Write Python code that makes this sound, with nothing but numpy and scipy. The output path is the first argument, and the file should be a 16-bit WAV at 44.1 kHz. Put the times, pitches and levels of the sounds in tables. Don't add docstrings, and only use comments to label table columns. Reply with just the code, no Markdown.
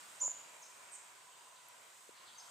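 import sys
import numpy as np
from scipy import signal
from scipy.fft import rfft, irfft
from scipy.io import wavfile
from scipy.ndimage import uniform_filter1d

SR = 44100
rng = np.random.default_rng(int(sys.argv[2]) if len(sys.argv) > 2 else 0)


def wav_record(signal):
    frames = np.transpose(np.atleast_2d(signal))
    bounded = np.clip(frames, -1, 1)
    quanta = np.round(bounded * 32767).astype(np.int16)
    wavfile.write(sys.argv[1], SR, quanta)


N = 110250
WASH_SIDE_DB = -2
FAR_WAVER_HZ = 915


def undb(db):
    return 10 ** (np.asarray(db) / 20)


def unit(x):
    return x / np.sqrt(np.mean(x ** 2))


def clock():
    return np.arange(N) / SR


def pan(x, db):
    return x * undb(np.array([[db], [-db]]) / 2)


def widen(mid, side):
    return np.array([mid + side, mid - side])


def wander(rate_hz):
    hold = max(int(SR / rate_hz), 1)
    steps = rng.standard_normal(N)[np.arange(N) // hold]
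    return unit(uniform_filter1d(uniform_filter1d(steps, hold), hold))


def noise(spectrum):
    hz, db = np.array(spectrum, float).T
    f = np.maximum(np.fft.rfftfreq(N, 1 / SR), 1)
    gain = undb(np.interp(np.log(f), np.log(hz), db))
    roll_off = np.minimum(f / hz[0], 1) ** 2 * np.minimum(hz[-1] / f, 1) ** 10
    return unit(irfft(rfft(rng.standard_normal(N)) * gain * roll_off, N))


def band(hz, width_hz):
    f = np.maximum(np.fft.rfftfreq(N, 1 / SR), 1)
    detuning = (f - hz ** 2 / f) / width_hz
    return unit(irfft(rfft(rng.standard_normal(N)) / (1 + detuning ** 2), N))


def whistle(hz, waver, rate_hz):
    return np.sin(2 * np.pi * np.cumsum(hz * (1 + waver * wander(rate_hz))) / SR)


def arch(start, length):
    progress = np.clip((clock() - start) / length, 0, 1)
    return progress, np.sin(np.pi * progress)


def garden_scatter(x, echo_db, gap_s=0.0046, early_t60_s=0.42, late_t60_s=0.53):
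    t = clock()
    decay = (undb(-60 * t / early_t60_s) + undb(-21 - 60 * t / late_t60_s)) * (t > gap_s)
    mid, side = rng.standard_normal((2, N)) * decay / np.sqrt(np.sum(decay ** 2))
    echoes = signal.fftconvolve(widen(mid, undb(-19) * side), x[None], axes=1)[:, :N]
    return x + undb(echo_db) * echoes


def air(flicker_db=1.08):
    # frequency in Hz, relative spectral density in dB.
    wash_spectrum = [(25, -30), (55, -33), (90, -18), (130, -16), (260, -15.5), (430, -11.5), (620, -9.5),
                     (980, -5.5), (1300, -5), (1550, -5), (1720, -8.5), (2450, -9.5), (3800, -10.5),
                     (5500, -16.5)]
    wash_side_spectrum = [(18, -78), (30, -51), (249, -18), (296, -15), (458, -10), (982, -1), (1170, -1.5),
                          (1520, -4.5), (5500, -13), (7150, -89), (12100, -120)]
    hiss_spectrum = [(4000, -20), (5600, -9), (6400, -4.5), (7200, -3), (7600, 1), (7950, -1.5), (8550, -1),
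                     (9100, -7), (9800, -12.5), (15500, -18.5)]
    # time in seconds, wash level in dB, hiss level in dB.
    levels = [(0, -60.5, -59.5), (.55, -63.5, -62), (.85, -63.5, -61), (1.2, -63.5, -64),
              (1.65, -65, -63.5), (1.95, -63.5, -64), (2.5, -63, -62.5)]
    times, wash_db, hiss_db = np.array(levels).T
    wash = widen(noise(wash_spectrum), undb(WASH_SIDE_DB) * noise(wash_side_spectrum))
    wash *= undb(np.interp(clock(), times, wash_db) + flicker_db * wander(9.58))
    hiss = widen(noise(hiss_spectrum), undb(-8) * noise(hiss_spectrum))
    hiss *= undb(np.interp(clock(), times, hiss_db) + flicker_db * wander(8.67))
    return wash + pan(hiss, db=-2)


def swells():
    # time in seconds, level of the low band in dB, level of the high band in dB.
    levels = [(0, -76, -74), (.18, -67, -65), (.4, -69.5, -72), (.57, -66.5, -65), (.72, -76.5, -74),
              (.84, -70, -65), (1.099, -80, -69), (1.4, -72.5, -81), (2.5, -83.5, -90)]
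    times, low_db, high_db = np.array(levels).T
    out = 0
    for db, hz, width_hz in [(low_db, 644, 380), (high_db, 2080, 1840)]:
        wide_band = widen(band(hz, width_hz), undb(WASH_SIDE_DB) * band(hz, width_hz))
        out += undb(np.interp(clock(), times, db)) * wide_band
    return out


def band_fading(x, depth_db=1.3, width_hz=220, frame=2048):
    spectra = signal.stft(x, nperseg=frame)[2]
    drift = rng.standard_normal(spectra.shape[-2:])
    drift = uniform_filter1d(drift, size=round(width_hz * frame / SR), axis=0)
    drift = unit(uniform_filter1d(drift, size=12, axis=1))
    return signal.istft(spectra * undb(depth_db * drift), nperseg=frame)[1][:, :N]


def drone(hz=1002, width_hz=150, drift_hz=25):
    # time in seconds, level in dB.
    levels = [(0, -79.5), (.4, -66.5), (.65, -67), (1.0, -69), (1.3, -68), (1.48, -66), (1.6, -68.5),
              (1.72, -66), (1.849, -77), (2.1, -69.5), (2.5, -68.5)]
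    times, db = np.array(levels).T
    frequency_shift = np.exp(2j * np.pi * np.cumsum(drift_hz * wander(18)) / SR)
    wide_band = widen(band(hz, width_hz), undb(-7) * band(hz, width_hz))
    return undb(np.interp(clock(), times, db)) * (signal.hilbert(wide_band) * frequency_shift).real


def twitter(count=36, low_hz=1432, high_hz=4323, note_s=0.05):
    duration, out = clock()[-1], 0
    for slot, (when, pitch, glide, softness) in enumerate(rng.random((count, 4))):
        progress, envelope = arch((slot + when) / count * duration, note_s)
        start_hz = low_hz * (high_hz / low_hz) ** pitch
        hz = start_hz * (1 + 0.2 * (2 * glide - 1) * progress)
        out += undb(-84.25 - softness) * envelope * whistle(hz, waver=0.09, rate_hz=FAR_WAVER_HZ)
    return garden_scatter(out, echo_db=8)


def tick(peak_s=1.686, decay_s=0.0008):
    # frequency in Hz, relative spectral density in dB.
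    spectrum = [(7500, -18), (9600, -2), (11800, 8), (13000, -12)]
    return undb(-52) * noise(spectrum) * np.exp(-np.abs(clock() - peak_s) / decay_s)


def bumps():
    # start and length in seconds, start and end pitch in Hz, level in dB,
    # level change over the knock in dB, pan in dB, lag of the right side in seconds.
    knocks = [(0.279, 0.00372, 1140, 327, -30, -17.5, 9, 0.00053),
              (2.0895, 0.0074, 677, 223, -47.5, -4.5, 6, 0.00044)]
    out = 0
    for start, length, from_hz, to_hz, db, change_db, pan_db, lag in knocks:
        progress, envelope = arch(start + np.array([[0], [lag]]), length)
        cycles = length * progress * (from_hz + (to_hz - from_hz) * progress / 2)
        thud = np.sin(2 * np.pi * cycles)
        click = undb(-27) * band(hz=2320, width_hz=640)
        out += pan(undb(db + change_db * progress) * envelope * (thud + click), pan_db)
    return out


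def hoot():
    # start in seconds, length in seconds, pitch in Hz, level in dB.
    partials = [(0.202, 0.072, 988, -51), (0.22, 0.041, 561, -58)]
    tones = 0
    for start, length, hz, db in partials:
        _, envelope = arch(start, length)
        tones += undb(db) * envelope ** 0.5 * whistle(hz, waver=0.015, rate_hz=260)
    roughness = 1 + undb(-8) * wander(500)
    return pan(garden_scatter(tones * roughness, echo_db=-21), db=-5.5)


def far_birds():
    # start and length in seconds, start and end pitch in Hz, waver as a fraction of pitch,
    # level in dB, level change over the note in dB, echo relative to direct sound in dB, pan in dB.
    chips = [(0.62, 0.026, 7100, 4560, .035, -43.5, -25, 3.5, 0.5),
             (0.909, 0.059, 8500, 8600, 0.017, -51, 2, -5.5, -6),
             (0.917, .065, 7970, 7420, .115, -51, -0.5, 0, -2.5),
             (1.305, 0.042, 3070, 3305, 0.077, -67.5, 1, 2, 0),
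             (1.555, 0.023, 4450, 3450, 0.088, -65.5, 2, 3, -5),
             (2.135, 0.078, 4510, 3630, .12, -65, -3, 2.5, -2),
             (2.256, 0.059, 3780, 3655, 0.13, -59.5, -3.5, 3, 3.5),
             (2.32, 0.03, 4450, 4460, 0.012, -64, -3, -5, -2),
             (2.339, 0.044, 4640, 4650, 0.0099, -61, -1, -10, 1),
             (2.372, 0.009, 6050, 6470, 0.012, -59, 1, -5, 2),
             (2.381, 0.0108, 6600, 5800, .006, -48.5, 2, -3, 1),
             (2.39, 0.016, 6350, 6500, 0.021, -54, 0, 0, -3),
             (2.388, 0.0202, 5830, 4230, .1, -58.5, -3.5, 7.5, -1)]
    out = 0
    for start, length, from_hz, to_hz, waver, db, change_db, echo_db, pan_db in chips:
        progress, envelope = arch(start, length)
        tone = whistle(from_hz + (to_hz - from_hz) * progress, waver, FAR_WAVER_HZ)
        chip = undb(db + change_db * progress) * envelope * tone
        out += pan(garden_scatter(chip, echo_db), pan_db)
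    return out


def near_bird(rasp_hz=1160, rasp_db=-21.5):
    # time in seconds, pitch in Hz, level in dB.
    contour = [(.201, 5600, -54), (.204, 6000, -44), (.210, 6750, -43), (.214, 7080, -34),
               (.222, 7110, -28), (.227, 7070, -35), (.233, 7000, -30), (.240, 6750, -36),
               (.249, 6480, -41), (.256, 6150, -56)]
    times, hz, db = np.array(contour).T
    t = clock()
    tone = whistle(np.interp(t, times, hz), waver=0.0064, rate_hz=300)
    flutter = 1 + undb(rasp_db) * whistle(rasp_hz, waver=0.268, rate_hz=1500)
    envelope = undb(np.interp(t, times, db)) * (t > times[0]) * (t < times[-1])
    return pan(garden_scatter(tone * flutter * envelope, echo_db=2.5), db=-2)


def scene():
    background = band_fading(air() + swells()) + drone() + twitter()
    return background + near_bird() + far_birds() + hoot() + bumps() + tick()


def record(dry):
    return signal.sosfilt(signal.ellip(10, 0.2, 70, 15500, fs=SR, output="sos"), dry)


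dry = scene()
out = record(dry)
wav_record(out)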